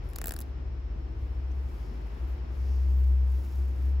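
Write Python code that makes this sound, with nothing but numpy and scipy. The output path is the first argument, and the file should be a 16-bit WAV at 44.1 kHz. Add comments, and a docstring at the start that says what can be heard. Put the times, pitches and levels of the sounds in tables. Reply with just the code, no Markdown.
"""A walled garden. Close up, a fingertip runs along a plastic comb: each tooth drags on the skin,
snaps free and knocks the comb's back. Then the comb is drawn softly through long hair, which
hisses, swishes and sizzles on the teeth. Far off, two engines drone and beat against each other
over a wash of traffic and a wavering motor; a thin high tone, perhaps an insect, hangs behind."""
import sys
import numpy as np
from scipy import signal
from scipy.fft import rfft, irfft
from scipy.io import wavfile

SR = 44100
rng = np.random.default_rng(int(sys.argv[2]) if len(sys.argv) > 2 else 0)


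def unload_wav(signal):
    """Save mono or channel-first audio to the path in sys.argv[1] as 16-bit WAV at rate SR, clipped to [-1, 1]."""
    wavfile.write(
        sys.argv[1],
        SR,
        np.round(np.clip(np.atleast_2d(signal).T, -1, 1) * 32767).astype(np.int16),
    )


N = 176400
TIME = np.arange(N) / SR
BIN_HZ = np.maximum(np.arange(N // 2 + 1) * SR / N, 1)

# tone colour of the traffic bed: f/Hz, relative level/dB
TRAFFIC_SPECTRUM = [(20, -18), (35, -1.5), (60, 5.5), (90, -2), (120, -3.5), (170, -13), (235, -11),
                    (275, -14), (320, -12.5), (400, -15), (540, -20), (700, -22), (850, -22.5),
                    (1400, -28.5), (2600, -34), (3700, -41), (5300, -43), (8000, -58.5), (10500, -81),
                    (16000, -89.5)]
# slow swell of the traffic's mids and highs: t/s, gain/dB
TRAFFIC_SWELL = [(0, 2), (.8, -.5), (1.6, 0.5), (2.2, 2.5), (2.7, 1.5), (3.1, -0.5), (4, 1)]
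# stereo image of the traffic: f/Hz, left-right correlation
TRAFFIC_CORRELATION = [(60, 0.96), (130, 0.9), (290, 0.58), (640, -0.017), (1400, -0.019), (3100, 0.16),
                       (7000, -0.047)]
# firing note of the steady engine: t/s, f/Hz, level/dB
STEADY_ENGINE = [(0, 66.96, -40), (.28, 67.3, -46), (.55, 66.75, -34.5), (1.0, 64.56, -38.5),
                 (1.2, 65.4, -34), (1.58, 65.9, -29.5), (1.85, 66.0, -43), (2.12, 65.33, -41),
                 (2.25, 64.98, -32.5), (2.45, 65.72, -37), (2.7, 65.7, -25.5), (3.1, 65.1, -21),
                 (3.37, 64.95, -25.5), (3.5, 67.5, -37), (3.6, 65.6, -25), (3.76, 64.56, -31),
                 (3.87, 66.9, -25)]
# firing note of the engine that gathers speed and fades: t/s, f/Hz, level/dB
RISING_ENGINE = [(0, 47.96, -37), (.2, 46.95, -40), (.45, 48.04, -44.5), (.6, 48.6, -38),
                 (1.15, 49.64, -37), (1.6, 52.63, -43), (1.8, 52.52, -37), (2.25, 54.35, -36),
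                 (2.6, 55.3, -42.5), (3.0, 54.83, -66.5)]
# envelope of skin, then hair, sliding over the teeth: t/s, relative level/dB
HISS_ENVELOPE = [(0, -101), (.04, -83), (.42, -75.5), (.56, -99), (1.15, -92.5), (1.23, -84.5),
                 (1.42, -89.5), (1.73, -77.5), (2.02, -83.5), (2.33, -79.5), (2.43, -91), (2.57, -77.5),
                 (3.04, -76), (3.23, -79.5), (3.35, -73.5), (3.57, -73.5), (3.72, -79), (3.87, -74.5),
                 (4, -88)]
# tone colour of that hiss: f/Hz, relative level/dB
HISS_SPECTRUM = [(2000, 1.5), (4000, -0.5), (7300, -1), (9000, -2), (12000, 2.5), (13600, -1), (15200, 1.5),
                 (16300, -12)]
# the comb digs into the hair: centre t/s, length/s, level/dB
DEEP_STROKES = [(1.87, 0.22, -72.5), (2.73, 0.32, -68.5), (3.5, 0.76, -77)]
# tone colour of a deep stroke: f/Hz, relative level/dB
SWISH_SPECTRUM = [(2000, -20), (3600, -3), (5000, 6.5), (6500, 2), (8500, -19.5), (16000, -22.5)]
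# taut strands sizzle on the teeth: centre t/s, length/s, level/dB, f/Hz
TAUT_STRANDS = [(2.3, .12, -75, 14570), (3.0, .3, -73, 15100), (3.42, .25, -76.5, 15090),
                (3.85, .1, -71, 14740)]
# a strand catches on a tooth: t/s, level/dB, f/Hz
STRAND_CATCHES = [(1.514, -64, 5860), (3.555, -59, 14660)]
# reflections off the hand and head: delay/s, level/dB
CLOSE_REFLECTIONS = [(.00235, -11.5), (.0048, -19.5)]
# modes of the comb's back: f/Hz, width/Hz, relative level/dB, left minus right/dB
BACK_MODES = [(229, 136, 4.5, 2), (440, 204, 4.5, 4), (680, 79, 10, 9), (1135, 230, -2.5, 8),
              (1520, 180, 2.5, 9.5), (1866, 160, 0, 6), (2610, 670, -9, 13)]
# a tooth snaps free: t/s, level/dB of body, clack, snap and bright edge, drag/s, tooth f/Hz
TOOTH_SNAPS = [(.0900, -50, -55, -35.5, -49, .0005, 10800), (0.101, -48, -55, -38, -50, .0005, 11200),
               (0.112, -42, -61, -44, -44, .0004, 11000), (0.1344, -31, -40, -31, -41, 0.00065, 7300),
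               (0.161, -23.5, -28, -16, -21, 0.0013, 6940), (0.186, -21, -39, -18, -26, 0.00057, 7100),
               (0.2158, -16.5, -25.5, -17, -23, 0.0006, 7400),
               (0.2419, -16, -36, -16.5, -23, 0.00031, 7700),
               (0.2582, -17.5, -30, -18.5, -14, 0.00014, 7600),
               (0.2714, -20, -30.5, -17, -10.5, 0.00062, 7700), (0.2821, -17, -32, -17, -17, .0002, 7700),
               (0.2927, -21.5, -29, -19, -17.5, .0003, 7600), (0.3087, -16.5, -24, -17.5, -23, .0004, 8550),
               (0.3213, -19, -30, -15.5, -28, 0.00074, 8600), (0.3391, -23.5, -32, -20, -27, .0012, 8100),
               (0.3647, -23, -27, -21, -26, 0.00081, 9800), (0.39, -28, -36, -20, -24, 0.0005, 10200),
               (0.4047, -27.5, -44, -22.5, -25, 0.00049, 10300), (0.4135, -33, -32, -22, -29, .0008, 9600),
               (0.421, -40, -32.5, -31, -34, 0.00064, 10500)]


def from_db(db):
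    return 10 ** (np.asarray(db) / 20)


def rms_one(x):
    return x / np.sqrt(np.mean(x ** 2) + 1e-20)


def energy_one(x):
    return x / np.sqrt(np.sum(np.atleast_2d(x) ** 2, axis=1).mean() + 1e-20)


def automation(rows):
    """Each column of a breakpoint curve, at every sample."""
    times, *columns = np.transpose(rows)
    return [np.interp(TIME, times, column) for column in columns]


def per_bin(points):
    """A curve over log frequency, read at every FFT bin."""
    hz, value = np.transpose(points)
    return np.interp(np.log(BIN_HZ), np.log(hz), value)


def pan(db):
    """Channel gains for a level difference; positive leans left."""
    return from_db(np.array([[db], [-db]]) / 2)


def add(out, sound, s):
    """Drops a short sound into the mix at a time."""
    i = max(int(s * SR), 0)
    out[:, i:i + sound.shape[1]] += sound[:, :N - i]


def band(x, low_hz, high_hz):
    return signal.sosfilt(signal.butter(2, [low_hz, high_hz], "band", fs=SR, output="sos"), x)


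def resonate(x, hz, width_hz):
    """A resonance with unity gain at its peak."""
    r = np.exp(-np.pi * width_hz / SR)
    poles = [1, -2 * r * np.cos(2 * np.pi * hz / SR), r * r]
    return signal.lfilter(np.array([1, 0, -1]) * (1 - r * r) / 2, poles, x)


def drift(rate_hz):
    """A smooth random modulator, rms 1."""
    hop, run_in = 40, 2000
    r = np.exp(-2 * np.pi * rate_hz * hop / SR)
    noise = rng.standard_normal(N // hop + run_in + 2)
    slow = signal.lfilter([1], [1, -2 * r, r * r], noise)[run_in:]
    return np.interp(np.arange(N) / hop, np.arange(len(slow)), rms_one(slow))


def swell(centre_s, length_s):
    """A bell-shaped rise to 1 and fall."""
    return np.exp(-(2 * (TIME - centre_s) / length_s) ** 2)


def coloured(noise, spectrum):
    """Noise EQed to a spectrum and cut an octave below its first point; rms 1."""
    gain = from_db(per_bin(spectrum)) * (BIN_HZ > spectrum[0][0] / 2)
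    return rms_one(irfft(rfft(noise) * gain, N))


def stereo_noise(correlation):
    """White noise with a left-right correlation, overall or per bin."""
    mid, side = rfft(rng.standard_normal((2, N)))
    spectrum = np.sqrt(1 + correlation) * mid + np.sqrt(1 - correlation) * side * [[1], [-1]]
    return rms_one(irfft(spectrum, N))


def narrow_noise(hz, width_hz):
    """A narrow noise band whose centre may move; rms 1."""
    slow = signal.sosfilt(signal.butter(2, width_hz / 2, fs=SR, output="sos"), rng.standard_normal(N))
    return rms_one(slow * np.cos(2 * np.pi * np.cumsum(hz * np.ones(N)) / SR))


def traffic(level_db=-42, crossover_hz=450, flicker_db=1.6):
    """A dull, wide bed: the rumble flickers, the range above it swells slowly."""
    wash = coloured(stereo_noise(per_bin(TRAFFIC_CORRELATION)), TRAFFIC_SPECTRUM)
    low = signal.sosfiltfilt(signal.butter(2, crossover_hz, fs=SR, output="sos"), wash)
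    swell_db, = automation(TRAFFIC_SWELL)
    rumble = low * from_db(flicker_db * drift(12))
    upper = (wash - low) * from_db(swell_db) * pan(1.3)
    return from_db(level_db) * (rumble + upper) * pan(1)


def insect(level_db=-77.5, centre_hz=5390, waver_hz=17):
    """A thin, faint tone that wavers slightly."""
    hz = centre_hz + waver_hz * np.array([drift(60), drift(60)])
    return from_db(level_db) * rms_one(np.sin(2 * np.pi * np.cumsum(hz, axis=1) / SR))


def motor(level_db=-60.5, centre_hz=337.2, waver_hz=24.06, flicker_db=3.5):
    """A far motor whose note wavers and comes and goes."""
    phase = 2 * np.pi * np.cumsum(centre_hz + waver_hz * drift(3)) / SR
    note = np.sin(phase) * from_db(flicker_db * drift(7))
    return from_db(level_db) * rms_one(note) * pan(1)


def engine(curve, octave_db=-45.5):
    """From far away only the firing note of an exhaust arrives, with a trace of its octave."""
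    hz, db = automation(curve)
    phase = 2 * np.pi * np.cumsum(hz) / SR
    note = np.sin(phase) + from_db(octave_db) * np.sin(2 * phase)
    return np.sqrt(2) * from_db(db) * note * pan(2.1)


def sliding_hiss(gain_db=9.5, flicker_db=1.33, ticks_per_s=1100, tick_db=-7.5):
    """Skin, then hair, slides over the teeth: a fine, centred hiss grained with tiny ticks."""
    envelope_db, = automation(HISS_ENVELOPE)
    ticks = rms_one((rng.random(N) < ticks_per_s / SR) * rng.standard_normal(N))
    hiss = coloured(stereo_noise(correlation=1) + from_db(tick_db) * ticks, HISS_SPECTRUM)
    return hiss * from_db(gain_db + envelope_db + flicker_db * drift(54))


def hair_swishes(rest_hz=4430, rise_hz=896, ring_db=-5):
    """The comb digs in: a swish with a resonance that climbs and falls with the pressure."""
    out = np.zeros((2, N))
    for s, length_s, db in DEEP_STROKES:
        pressure = swell(s, length_s)
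        ring = narrow_noise(rest_hz + rise_hz * pressure, width_hz=1000)
        swish = coloured(stereo_noise(correlation=0.55), SWISH_SPECTRUM)
        out += from_db(db) * pressure * (swish + from_db(ring_db) * ring)
    return out * pan(3.5)


def hair_sizzles(flicker_db=3):
    """Taut strands sizzle on the teeth in flickering swells of very high noise."""
    out = np.zeros(N)
    for s, length_s, db, hz in TAUT_STRANDS:
        envelope = from_db(db + flicker_db * drift(80)) * swell(s, length_s)
        out += envelope * narrow_noise(hz, width_hz=730)
    return out


def hair_catches(decay_s=0.0081):
    """A strand catches on a tooth with a short, pitched tick."""
    out = np.zeros((2, N))
    t = TIME[:SR // 20]
    for s, db, hz in STRAND_CATCHES:
        ring = rms_one(resonate(rng.standard_normal((2, len(t))), hz, width_hz=780))
        add(out, from_db(db) * ring * np.exp(-t / decay_s), s)
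    return out


def garden_reflections(x, t60_s=.035, scatter_db=-18):
    """Adds slaps off hand and head, then a faint short scatter from plants and walls."""
    t = TIME[:SR // 4]
    tail = energy_one(rng.standard_normal((2, len(t))) * from_db(-60 * t / t60_s))
    slaps = sum(from_db(db) * np.roll(x, round(s * SR), axis=-1) for s, db in CLOSE_REFLECTIONS)
    return x + slaps + from_db(scatter_db) * signal.fftconvolve(x, tail, axes=1)[:, :N]


def from_the_right(x, lag_s=.000235, low_hz=6900, high_hz=15500):
    """The comb's treble reaches the left microphone a moment later than the right."""
    above_hz = np.clip(BIN_HZ, low_hz, high_hz) - low_hz
    left = irfft(rfft(x[0]) * np.exp(-2j * np.pi * above_hz * lag_s), N)
    return np.array([left, x[1]])


def tooth_contact(t, click, drag_s, release_s=.0003, friction_share=0.68):
    """A tooth drags on the skin: friction builds to the click at t = 0 and dies after the release."""
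    friction = rng.standard_normal(len(t)) * np.exp(-np.abs(t) / np.where(t < 0, drag_s, release_s))
    return np.sqrt(friction_share) * energy_one(friction) + np.sqrt(1 - friction_share) * click


def comb_back(click, spread_db=3):
    """The release rings the comb's back; each tooth stirs the modes differently."""
    body = np.zeros((2, len(click)))
    for k, (hz, width_hz, db, pan_db) in enumerate(BACK_MODES):
        gain = (-1) ** k * from_db(db + spread_db * rng.standard_normal())
        body += gain * resonate(click, hz, width_hz) * pan(pan_db)
    return body


def comb_teeth(clack_hz=4990, clack_width_hz=1960, clack_spread=0.081, ring_db=6):
    """Every tooth scrapes and rings briefly at its own pitch; its release knocks the comb's back."""
    out = np.zeros((2, N))
    t = (np.arange(2048) - 256) / SR   # pre-roll leaves room for the drag
    click = 1.0 * (t == 0)
    for s, body_db, clack_db, snap_db, edge_db, drag_s, tooth_hz in TOOTH_SNAPS:
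        contact = tooth_contact(t, click, drag_s)
        body = comb_back(click)
        centre_hz = clack_hz * (1 + clack_spread * rng.standard_normal())
        clack = band(contact, centre_hz - clack_width_hz / 2, centre_hz + clack_width_hz / 2)
        ring = from_db(ring_db) * resonate(contact, tooth_hz, width_hz=1500)
        snap = band(contact, low_hz=7000, high_hz=13000) + ring
        edge = band(contact, low_hz=13300, high_hz=15900)
        knock = from_db(body_db) * energy_one(body) + from_db(clack_db) * energy_one(clack) * pan(7.5)
        tip = from_db(snap_db) * energy_one(snap) - from_db(edge_db) * energy_one(edge)
        add(out, knock + tip * pan(.3), s + t[0])
    return out


def scene():
    """The close comb and hair in front of the distant bed."""
    teeth = garden_reflections(comb_teeth())
    hair = sliding_hiss() + hair_swishes() + hair_sizzles() + hair_catches()
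    bed = traffic() + motor() + insect() + engine(STEADY_ENGINE) + engine(RISING_ENGINE)
    return bed + from_the_right(teeth + hair)


def record(dry):
    """A steep high cut at 16.1 kHz."""
    return signal.sosfilt(signal.ellip(10, .2, 80, 16100, fs=SR, output="sos"), dry)


dry = scene()
out = record(dry)
unload_wav(out)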